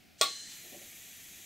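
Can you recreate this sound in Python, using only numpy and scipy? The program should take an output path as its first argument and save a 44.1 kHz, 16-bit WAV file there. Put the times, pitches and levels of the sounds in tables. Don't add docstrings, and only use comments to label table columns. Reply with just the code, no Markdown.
import sys
import numpy as np
from scipy import signal
from scipy.fft import rfft, irfft
from scipy.io import wavfile

SR = 44100
rng = np.random.default_rng(int(sys.argv[2]) if len(sys.argv) > 2 else 0)


def put_to_file(sound):
    columns = np.atleast_2d(sound).T
    safe = np.clip(columns, -1, 1)
    whole_steps = np.round(safe * 32767)
    wavfile.write(sys.argv[1], SR, whole_steps.astype(np.int16))


N = 63945

SNAP_S, SNAP_RISE_S = 0.2124, 0.00031
NEAR_SIDE_DB, ROOM_SIDE_DB = -28, -19


def valve_burst():
    # pitch_hz, level_db
    blast_tone = [(100, -18), (220, -13.5), (350, -4), (600, -3.5), (780, 4), (920, -27), (1150, 5),
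                  (1550, -15), (1800, -2.5), (2700, -0.5), (3100, -11), (3450, 3), (4300, 3.5), (4900, -9),
                  (5700, -5.5), (7000, -10.5), (9200, -7.5), (10400, -18), (15500, -12)]
    # pitch_hz, fade_s
    blast_fades = [(200, 0.32), (600, 0.22), (1500, 0.18), (4000, 0.27), (8000, 0.25), (14000, 0.15)]
    # pitch_hz, level_db
    crack_tone = [(200, -20), (400, 5.5), (650, 1), (1500, -5), (2600, -4.5), (3500, -0.5), (4900, -1),
                  (6300, 4), (8500, -3.5), (10500, -18), (15500, -22)]
    t, spectrum = since(SNAP_S), rfft(air(blast_tone, side_db=-10.5))
    pitches, fades = np.transpose(blast_fades)
    blast = 0
    for share, fade_s in zip(np.eye(len(fades)), fades):
        weight = read(np.c_[pitches, share], bins())
        blast += irfft(spectrum * weight, N) * amp(-60 * t / fade_s)
    blast *= amp(-23.5) * np.minimum(t / SNAP_RISE_S, 1)
    crack = amp(-16.5) * air(crack_tone, NEAR_SIDE_DB) * puff(SNAP_S, SNAP_RISE_S, decay_s=0.0032)
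    push_t, push_s, push_hz = since(SNAP_S - 0.0013), 0.00065, 590
    push_swell = push_t / push_s * np.exp(1 - push_t / push_s)
    push = -amp(-21.5) * push_swell * np.sin(2 * np.pi * push_hz * push_t)
    tick = amp(-27) * band(centre_hz=12000) * puff(0.2415, SNAP_RISE_S, decay_s=0.00062)
    return blast + crack + push + tick


def shock_click():
    # pitch_hz, level_db
    click_tone = [(200, -23), (600, -11), (1300, -2), (2600, 6), (3800, -23), (5000, -18), (6500, 2),
                  (8600, -8), (10500, -18), (15500, -17)]
    start_s = SNAP_S + 0.0005
    click = irfft(amp(read(click_tone, bins())) * np.exp(-2j * np.pi * bins() * start_s), N)
    return amp(-15) * click / abs(click).max()


def ringing_fittings():
    # pitch_hz, level_db, fade_s (time to fall 60 dB)
    metal_notes = [(615.3, -32, 0.12), (700, -37, .13), (1122.3, -23, 0.21), (1144, -27.5, 0.14),
                   (1213, -41, .17), (1399, -31.5, 0.16), (2120, -44, 0.38), (3000, -49, 1),
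                   (3300, -31.5, 0.27), (3378, -23.5, 0.11), (3880, -50, 0.13), (4130, -37.5, 1.08),
                   (4140, -34, 0.24), (4300, -36, 0.14), (5240, -37.5, 0.27), (6000, -52.5, 0.78),
                   (6777, -41, 0.14), (7410, -36, 0.14), (8460, -34.5, .17), (8580, -38, 0.13)]
    t, ring = since(SNAP_S), 0
    for pitch_hz, level_db, fade_s in metal_notes:
        wander = [drift(rate_hz=95) + 1j * drift(rate_hz=95) for _ in range(2)]
        waver = 1 + 0.24 * spread(wander, ROOM_SIDE_DB)
        note = np.exp(2j * np.pi * (pitch_hz * t + rng.random()))
        ring += amp(level_db - 60 * t / fade_s) * (waver * note).imag
    return ring * np.minimum(t / SNAP_RISE_S, 1)


def hollow(x, notch_hz=947, width_hz=293, low_cut_hz=260):
    notched = signal.lfilter(*signal.iirnotch(notch_hz, notch_hz / width_hz, SR), x)
    return signal.lfilter(*signal.butter(2, low_cut_hz, "high", fs=SR), notched)


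def filling_hose(sag_db_per_s=17.5, full_s=0.54, release_s=0.046):
    # pitch_hz, level_db
    rush_tone = [(700, -17.5), (1300, -21.5), (1750, -2.5), (2500, -13.5), (3000, -2.5), (3600, -4),
                 (4200, -1), (5200, -5), (6000, 1.5), (7800, -1), (8800, -7), (10300, -13.5), (15500, -24)]
    seep = amp(-54.5) * np.minimum(since(0.177) / 0.016, 1)
    t = since(SNAP_S)
    rush = amp(-46 - sag_db_per_s * t) * np.exp(-since(full_s) / release_s)
    return air(rush_tone, side_db=-16.5) * np.where(t > 0, rush, seep)


def leak(open_s=0.43, rise_s=0.024, treble_hz=2400, treble_lag_s=0.073, fade_db_per_s=1.5):
    # pitch_hz, level_db
    jet_tone = [(400, -9.5), (950, -14.5), (1250, -12.5), (1580, -10), (1780, -0.5), (2400, 1.5), (3000, 0),
                (3800, -1), (4700, -6), (5400, -4.5), (6300, 2.5), (7500, 1), (8900, -4.5), (10300, -4.5),
                (12300, 0.5), (12850, -3), (13500, -3.5), (14400, -7), (15000, -11), (15700, -4.5)]
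    t, jet = since(0), air(jet_tone, side_db=-23.5)
    low = irfft(rfft(jet) / (1 + (bins() / treble_hz) ** 6), N)
    low_in, treble_in = [.5 + .5 * np.tanh((t - open_s - lag) / (2 * rise_s))
                         for lag in (0, treble_lag_s)]
    hiss = (low * low_in + (jet - low) * treble_in) * amp(-51 - fade_db_per_s * since(open_s))
    spit = amp(-53) * band(centre_hz=3830) * np.exp(-((t - 0.518) / 0.008) ** 2)
    return hiss + spit


def hisses():
    # delay_s, gain
    echoes = [(.00188, -.16), (.00665, 0.33), (.00675, -0.17), (0.0107, .1), (0.0152, .13)]
    direct = (filling_hose() + leak()) * amp(0.06 * drift(rate_hz=41))
    early = sum(gain * np.pad(direct, ((0, 0), (round(delay_s * SR), 0)))[:, :N]
                for delay_s, gain in echoes)
    return direct + early + amp(-5) * room_echo(direct)


def tank_bumps(rise_s=0.007):
    # start_s, level_db, decay_s
    bumps = [(0.636, -60.5, 0.14), (.718, -51, 0.025), (0.741, -52, 0.023), (0.808, -59.5, 0.03)]
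    # pitch_hz, level_db
    bump_tone = [(80, -24), (200, -3), (350, 3), (470, -3), (570, 1), (780, -5.5), (930, -23), (2000, -35)]
    loudness = sum(amp(db) * puff(start_s, rise_s, decay_s) for start_s, db, decay_s in bumps)
    return air(bump_tone, side_db=-14) * loudness


def room_echo(x, fade_s=0.29):
    t = np.arange(SR // 3) / SR
    tail = spread(rng.standard_normal((2, len(t))), ROOM_SIDE_DB) * amp(-60 * t / fade_s) * (t > .004)
    return signal.fftconvolve(x, tail / np.linalg.norm(tail[0]), axes=1)[:, :N]


def room_rumble():
    # pitch_hz, level_db
    rumble_tone = [(20, -10.5), (45, -26), (85, -0.5), (130, -5.5), (200, -0.5), (320, -5), (480, -15),
                   (750, -9.5), (950, -26.5), (1400, -17.5), (2000, -13.5), (2400, -11), (2800, -14.5),
                   (5000, -17.5), (9000, -25.5), (15500, -24)]
    # pitch_hz, likeness (0 to 1)
    ear_likeness = [(60, 0.85), (300, 0.03), (1500, 0.8), (10000, 1)]
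    left, other = rfft(rng.standard_normal((2, N)))
    same = np.clip(read(ear_likeness, bins()), 0, 1)
    right = same * left + np.sqrt(1 - same ** 2) * other
    return amp(-61) * unit(colour(irfft(np.array([left, right]), N), rumble_tone))


def air(tone, side_db):
    return unit(spread(colour(rng.standard_normal((2, N)), tone), side_db))


def band(centre_hz):
    return air([(centre_hz / 2, -20), (centre_hz, 0), (centre_hz * 2, -20)], NEAR_SIDE_DB)


def puff(start_s, rise_s, decay_s):
    t = since(start_s)
    return np.minimum(t / rise_s, 1) * np.exp(-t / decay_s)


def drift(rate_hz):
    return unit(irfft(rfft(rng.standard_normal(N)) * np.exp(-(bins() / rate_hz) ** 2) * (bins() > 0), N))


def spread(pair, side_db):
    return pair[0] + amp(side_db) * np.array([[1], [-1]]) * pair[1]


def colour(x, tone):
    return irfft(rfft(x) * amp(read(tone, bins())), N)


def read(points, hz):
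    pitches, values = np.transpose(points)
    return np.interp(np.log(hz + 1), np.log(pitches + 1), values)


def since(start_s):
    return np.maximum(np.arange(N) / SR - start_s, 0)


def bins():
    return np.fft.rfftfreq(N, 1 / SR)


def amp(db):
    return 10 ** (np.asarray(db) / 20)


def unit(x):
    return x / np.sqrt(np.mean(x ** 2) + 1e-20)


def scene():
    snap = hollow(valve_burst() + shock_click() + ringing_fittings())
    return snap + hisses() + tank_bumps() + room_rumble()


def record(dry):
    # pitch_hz, level_db
    balance = [(100, -1.5), (1000, 0.1), (8000, 0.2), (11000, 1.5), (15000, 3.5)]
    tilt = amp(np.array([[.5], [-.5]]) * read(balance, bins()))
    lowpass = signal.firwin(1023, cutoff=15720, window=("kaiser", 9), fs=SR)
    return signal.oaconvolve(irfft(rfft(dry) * tilt, N), lowpass[None], "same")


dry = scene()
out = record(dry)
put_to_file(out)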